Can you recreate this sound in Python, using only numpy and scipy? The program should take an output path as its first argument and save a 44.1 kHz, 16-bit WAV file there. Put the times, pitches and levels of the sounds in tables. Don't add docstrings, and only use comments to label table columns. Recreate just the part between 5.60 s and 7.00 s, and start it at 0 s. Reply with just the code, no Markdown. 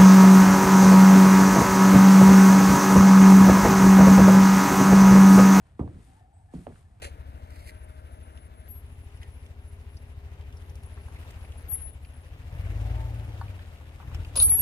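import sys
import numpy as np
from scipy import signal
from scipy.fft import rfft, irfft
from scipy.io import wavfile
from scipy.ndimage import uniform_filter1d

SR = 44100
rng = np.random.default_rng(int(sys.argv[2]) if len(sys.argv) > 2 else 0)


def dump_mix(stems):
    frames = np.atleast_2d(stems).T
    limited = np.clip(frames, -1, 1)
    pcm = np.round(limited * 32767).astype(np.int16)
    wavfile.write(sys.argv[1], SR, pcm)


def makeup_ratio(level_db):
    decades = np.asarray(level_db, float) / 20
    return 10 ** decades


N = 61739

# (frequency [Hz], level [dB])
AIR_SPECTRUM = [(30, -28), (55, -3), (105, -6), (200, -20), (500, -34), (1300, -40), (3500, -59.5),
                (10000, -60.5)]
# (centre time [s], length [s], level [dB], pitch [Hz])
RUMBLE_SWELLS = [(0.024, 0.057, -51.5, 60.7), (0.124, 0.048, -50.5, 69), (0.468, 0.1, -50.5, 54),
                 (0.556, 0.043, -53, 68), (0.616, .06, -53, 97), (0.677, 0.13, -55.5, 59.7),
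                 (0.766, 0.081, -49.5, 88.4), (0.846, 0.084, -51, 87.6), (0.984, 0.084, -44, 68.3),
                 (1.088, 0.066, -48.5, 95), (1.149, 0.056, -57, 85.5), (1.261, 0.073, -49, 91.3),
                 (1.328, 0.081, -51, 56), (1.375, 0.055, -50.5, 100)]
# (frequency [Hz], width [Hz], level [dB])
CHORUS_BANDS = [(760, 78, -3), (890, 44, -6.5), (682, 98, -2.5), (1750, 69, -15)]
# (time [s], level [dB])
CHORUS_LEVEL = [
    (0, -2.5),
    (0.421, -2.5),
    (.5, -1.5),
    (.92, -0.5),
    (1.15, 2.5),
    (1.4, -3),
]
# (start time [s], length [s], level [dB], pitch [Hz])
CROAKS = [(0.475, 0.039, -63, 760), (0.516, 0.025, -60.5, 761), (.545, .025, -67, 850),
          (.565, 0.024, -62, 888), (.588, 0.026, -66, 880), (0.607, 0.017, -57.5, 745),
          (0.636, 0.031, -60, 745), (0.675, 0.023, -64, 775), (0.703, 0.033, -66, 784),
          (0.726, 0.018, -67, 860), (.735, 0.022, -65, 680), (0.765, 0.012, -58, 786),
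          (0.793, 0.022, -62, 760), (.79, 0.045, -67, 906), (.84, 0.047, -72, 715),
          (0.886, 0.022, -62.5, 792), (0.896, 0.02, -65, 850), (0.918, 0.025, -59, 760),
          (.575, 0.069, -76.5, 1790), (0.884, 0.036, -70.5, 1734), (1.248, 0.034, -74, 1750),
          (1.33, 0.055, -68, 703)]
# (time [s], level [dB], brightness [dB per octave])
STRIDE = [(.02, -85, -1.5), (.07, -81, -2.5), (0.162, -85.5, -3), (.2, -80.5, -0.5), (.26, -80, -2.5),
          (.37, -78, -2), (.45, -76, 1), (.6, -80.5, -1), (0.651, -88, -1.5), (0.904, -86, 0.5),
          (0.942, -72, -0.5), (1.05, -76, 1), (1.1, -77.5, -1.5), (1.18, -75.5, 0.5), (1.261, -84, -0.5),
          (1.4, -84.5, -2.5)]
# (frequency [Hz], level [dB])
CLOTH_SPECTRUM = [(500, 1), (1700, 0.5), (3000, -6), (6000, -12), (7400, -9.5), (9000, -5), (10500, -2.5),
                  (12300, -21)]
# (frequency [Hz], time to fall 60 dB [s])
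DECK_DECAY = [(50, 0.88), (120, 0.74), (300, 0.63), (700, 0.26), (1500, 0.066), (5000, 0.075)]
# (frequency [Hz], level [dB], width [Hz])
BOARD_MODES = [(77, 4, 50), (135, -6.5, 5.9), (220, -0.5, 51), (280, 2.5, 20), (342, -0.5, 29),
               (464, 2.5, 42), (600, -3, 110), (715, 5, 45), (1080, -10, 83), (1195, 2, 130)]
# (time [s], peak level [dB], pitch [Hz], grainy tail [dB])
SOLE_TICKS = [(0.1945, -31.5, 1087, 15), (.1950, -49.5, 697, 27), (.1930, -52.5, 2340, 24),
              (.1930, -60, 4400, 14), (0.1944, -56.5, 9600, 24), (0.278, -44, 960, 5),
              (.2782, -58, 2670, 9), (0.57, -66, 8450, 8), (.9385, -41, 800, 9), (1, -70, 2200, 12),
              (.9378, -53, 9050, 21), (.9500, -53.5, 4840, 18), (1.0688, -44, 2830, 7),
              (1.0687, -42, 1500, 6), (1.0691, -34, 1020, 8.5), (1.077, -51, 1590, 14),
              (1.0980, -54, 915, 3), (1.1588, -49.5, 1710, 13.5)]
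# (time [s], peak level [dB], pitch [Hz])
GRIT_CRACKS = [(.1955, -59, 5200), (.1958, -57, 3040), (.1990, -53, 1970), (.2010, -62, 3600),
               (.2105, -58, 3700), (.2080, -50, 1500), (.2150, -56, 1400), (.2240, -54, 1520),
               (.2330, -55, 1400), (.2220, -60, 2800), (.2780, -55.5, 3750), (.2770, -53, 1720),
               (.2850, -57, 1500), (.3460, -60, 1830), (1.0685, -56, 2160), (1.0760, -59, 2600),
               (1.0820, -57, 1700), (1.1240, -53, 1690), (1.1590, -53.5, 2700)]
# (time [s], peak level [dB], pitch [Hz], spread of the bending wave [ms], ringing of the deck [dB])
FOOT_BLOWS = [(0.197, -20, 355, 5.45, -5.5), (0.2139, -21, 202, 1.5, -12.5), (0.2318, -27, 280, 2, -15.5),
              (0.2534, -33, 139, 2.1, -7), (.2790, -37.5, 523, 0.82, 1), (0.347, -41, 78.5, 2.4, -5),
              (0.9448, -31, 260, 8.45, -6), (0.957, -32.5, 215, 2.7, -5), (0.969, -41.5, 218, 3.4, -13),
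              (.9850, -35, 107, 5.5, -6), (1.0190, -44, 179, 2.8, -27), (1.0665, -40, 89, 1.1, -6),
              (1.0706, -36.5, 573, 2.8, -2.5), (1.111, -41, 320, 1.2, -16), (1.139, -41, 151, 1.8, -3)]
# (start time [s], level [dB], pitch [Hz], time to fall 60 dB [s])
BOARD_RINGS = [(.209, -27.5, 73.8, 0.22), (.2045, -37, 135, 0.11), (0.199, -46, 235, 0.24),
               (.1990, -39, 288, 0.13), (0.22, -42, 320, 0.35), (0.21, -49, 455, 0.06),
               (.9502, -42.5, 178, 0.32), (1.0688, -29.5, 618, 0.018), (1.072, -45.5, 248, 0.25),
               (1.075, -52, 460, 0.15), (1.08, -58.5, 690, 0.17)]
# (time [s], peak level [dB], pitch [Hz])
BOARD_KNOCKS = [(0.1998, -36.5, 198), (0.2096, -32, 264), (0.2221, -34.5, 295), (0.229, -34, 202),
                (0.2388, -57, 150), (0.2461, -31.5, 254), (0.263, -32, 103), (.2740, -35.5, 180),
                (0.288, -40, 192), (0.297, -36, 105), (.3360, -47.5, 198), (.3600, -41.5, 227),
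                (.3720, -40.5, 110), (0.389, -43.5, 197), (0.9408, -33.5, 402), (0.9528, -39, 274),
                (.9640, -36, 254), (0.992, -39.5, 236), (1.0002, -41, 222), (1.0090, -49.5, 170),
                (1.0145, -47.5, 240), (1.0257, -46, 225), (1.078, -37.5, 420), (1.087, -43.5, 400),
                (1.0900, -45, 300), (1.0980, -45, 270), (1.125, -52, 205), (1.1060, -48, 500),
                (1.1160, -51.5, 455)]
# (frequency [Hz], coherence [0-1])
PORT_LIKENESS = [(60, 1), (350, 0.78), (800, 1), (2500, 0.38), (6500, .5), (8300, 0.93), (10300, 1),
                 (11500, 0.43)]
# (frequency [Hz], phase [rad])
PORT_PHASE = [(0, 0), (700, -1.05), (1400, -1.45), (3000, .8), (6800, .1), (7700, .9), (8700, -.2),
              (12000, -6.2)]
# (frequency [Hz], level difference [dB])
PORT_BALANCE = [(60, 1), (350, 1.5), (900, -3), (1500, 1), (2900, 5.5), (6900, 2), (8500, 1.7),
                (12000, -1.5)]


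def evened(x):
    return x / np.sqrt(np.mean(x ** 2) + 1e-20)


def read(points, hz):
    f, value = np.transpose(points)
    return np.interp(np.log(hz + 1), np.log(f + 1), value)


def coloured(x, points):
    return irfft(rfft(x) * makeup_ratio(read(points, np.fft.rfftfreq(N, 1 / SR))), N)


def resonate(x, hz, width):
    turn = np.exp(2j * np.pi * hz * np.arange(x.shape[-1]) / SR)
    r = np.exp(-np.pi * width / SR)
    return 2 * (turn * signal.lfilter([1 - r], [1, -r], x / turn)).real


def air():
    level_db, patch_db, swell_db = -58, 1.5, 0.6
    frames = N // 512 + 5
    hz = np.fft.rfftfreq(2048, 1 / SR)
    a, b, c, d, patches = rng.standard_normal((frames, 1025, 5)).T
    patches = uniform_filter1d(patches, size=10, axis=0)
    patches = evened(uniform_filter1d(patches, size=6, axis=1))
    swell = evened(uniform_filter1d(rng.standard_normal(frames), size=12))
    spectrum_db = read(AIR_SPECTRUM, hz)[:, None] + patch_db * patches + swell_db * swell
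    z = np.array([a + 1j * b, c + 1j * d]) * makeup_ratio(spectrum_db)
    return makeup_ratio(level_db) * evened(signal.istft(z, nperseg=2048, noverlap=1536)[1][:, :N])


def chorus():
    band_db, band_pan_db = -72.5, 1.5
    wander_hz, edge_s, croak_pan_db = 12, 0.004, 2
    port_lag = np.array([[0], [0.23]])
    time = np.arange(N) / SR
    bands = 0
    for f, width, db in CHORUS_BANDS:
        noise = rng.standard_normal((2, N))
        bands = bands + makeup_ratio(db) * resonate(resonate(noise, f, width), f, width)
    level = makeup_ratio(band_db + np.interp(time, *np.transpose(CHORUS_LEVEL)))
    out = level * evened(bands) * makeup_ratio([[band_pan_db], [-band_pan_db]])
    for s, length, db, hz in CROAKS:
        t = time - s
        wander = evened(uniform_filter1d(rng.standard_normal(N), size=300))
        phase = hz * t + np.cumsum(wander) * wander_hz / SR + port_lag
        shape = np.clip(np.minimum(t, length - t) / edge_s, 0, 1)
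        out = out + makeup_ratio(db) * shape * np.sin(2 * np.pi * phase) * makeup_ratio([[croak_pan_db], [-croak_pan_db]])
    return out


def rumble_swells():
    t = np.arange(N) / SR
    out = np.zeros(N)
    for s, length, db, hz in RUMBLE_SWELLS:
        envelope = np.cos(np.pi * ((t - s) / length).clip(-0.5, 0.5)) ** 2
        out += makeup_ratio(db) * envelope * np.cos(2 * np.pi * hz * (t - s))
    return out


def cloth():
    level_db, grains_per_s, grain_db, grain_share = 11, 2500, 3.5, 0.46
    size = makeup_ratio(grain_db * np.minimum(rng.exponential(1, (2, N)), 3))
    size = size * (rng.random((2, N)) < grains_per_s / SR)
    crackle = evened(size * rng.standard_normal((2, N)))
    rub = grain_share * crackle + (1 - grain_share) * rng.standard_normal((2, N))
    hz, t, z = signal.stft(evened(coloured(rub, CLOTH_SPECTRUM)), SR, nperseg=256)
    s, stride_db, bright_db = np.transpose(STRIDE)
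    octaves = np.log2((hz[:, None] + 200) / 4500)
    z = z * makeup_ratio(np.interp(t, s, stride_db) + level_db + octaves * np.interp(t, s, bright_db))
    return signal.istft(z, SR, nperseg=256)[1][:, :N]


def pulse(s, db, pitch_hz, spread_ms, below, above):
    hz = np.fft.rfftfreq(2 * N, 1 / SR)
    u = hz / pitch_hz
    push = u ** below / (1 + u ** (below + above))
    bending = np.exp(2j * np.pi * spread_ms / 1000 * pitch_hz * (np.sqrt(u) - 1) ** 2)
    delay = np.exp(-2j * np.pi * hz * s)
    return makeup_ratio(db) * push * bending * N / push.sum() * delay


def deck(gap_db):
    echo_share, build_up_s = 0.12, 0.00047
    hz, t, z = signal.stft(rng.standard_normal((2, SR // 2)), SR, nperseg=512, noverlap=448)
    decay = makeup_ratio(-60 * t / read(DECK_DECAY, hz)[:, None])
    tail = signal.istft(z * decay, SR, nperseg=512, noverlap=448)[1]
    tail = tail * np.minimum(np.arange(tail.shape[1]) / SR / build_up_s, 1) / np.linalg.norm(tail[0])
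    modes = sum(makeup_ratio(db) * resonate(tail, f, width) for f, db, width in BOARD_MODES)
    return rfft(echo_share * (makeup_ratio(gap_db) * tail + modes), 2 * N)


def tick(s, db, hz):
    return pulse(s, db, hz, spread_ms=0.4, below=2.2, above=8)


def sole_ticks():
    out = 0
    for s, db, hz, tail_db in SOLE_TICKS:
        out = out + tick(s, db, hz) * (1 + makeup_ratio(tail_db - 7) * deck(gap_db=9))
    return irfft(out)[:, :N]


def grit():
    return irfft(sum(tick(s, db, hz) for s, db, hz in GRIT_CRACKS))[:N]


def footfalls():
    out = 0
    for s, db, hz, spread_ms, ring_db in FOOT_BLOWS:
        blow = pulse(s, db, hz, spread_ms, below=1.02, above=3.9)
        out = out + blow * (1 + makeup_ratio(ring_db + 8.5) * deck(gap_db=-4))
    return irfft(out)[:, :N]


def board_rings():
    rise_turns = 0.2
    out = np.zeros(N)
    for s, db, hz, t60 in BOARD_RINGS:
        t = np.maximum(np.arange(N) / SR - s, 0)
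        rise = 1 - np.exp(-t * hz / rise_turns)
        out += makeup_ratio(db - 60 * t / t60) * rise * np.sin(2 * np.pi * hz * t)
    return out


def board_knocks():
    knocks = sum(pulse(s, db, hz, spread_ms=2.7, below=1.5, above=4.7) for s, db, hz in BOARD_KNOCKS)
    return irfft(knocks)[:N]


def bird():
    start_s, length_s, level_db, fade_db = 0.734, 0.095, -73.5, -12
    pitch_hz, sag_hz, swing_hz, trill_hz, rough_hz = 8400, -150, 410, 95, 209
    u = (np.arange(N) / SR - start_s) / length_s
    hz = pitch_hz + sag_hz * u + swing_hz * np.sin(2 * np.pi * trill_hz * length_s * u)
    hz = hz + rough_hz * evened(uniform_filter1d(rng.standard_normal(N), size=60))
    envelope = np.clip(np.minimum(u, 1 - u) / 0.032, 0, 1) * makeup_ratio(level_db + fade_db * u.clip(0, 1))
    call = np.sin(2 * np.pi * np.cumsum(hz) / SR) * envelope
    trees = rng.standard_normal((2, 4000)) * makeup_ratio(-60 * np.arange(4000) / SR / 0.38)
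    trees = trees / np.linalg.norm(trees[0])
    return call + makeup_ratio(1) * signal.fftconvolve(call[None], trees, axes=1)[:, :N]


def ports(field):
    hz = np.fft.rfftfreq(2 * N, 1 / SR)
    a, b = rfft(np.hstack([field, field[:, ::-1]]))
    same = np.clip(read(PORT_LIKENESS, hz), 0, 1)
    tilt = makeup_ratio(read(PORT_BALANCE, hz) / 2)
    lag = np.exp(-1j * np.interp(hz, *np.transpose(PORT_PHASE)))
    right = (same * a + np.sqrt(1 - same ** 2) * b) * lag
    return irfft(np.array([a * tilt, right / tilt]))[:, :N]


def scene():
    background = air() + rumble_swells()
    walker = cloth() + sole_ticks() + grit() + footfalls() + board_rings() + board_knocks()
    return ports(background + walker + bird()) + chorus()


def top_cut(x):
    return signal.sosfilt(signal.butter(12, 12930, fs=SR, output="sos"), x)


def record(dry):
    low_pass = signal.firwin(511, 13000, window=("kaiser", 9), fs=SR)
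    limited = signal.oaconvolve(dry, low_pass[None], "same")
    return top_cut(limited)


dry = scene()
out = record(dry)
dump_mix(out)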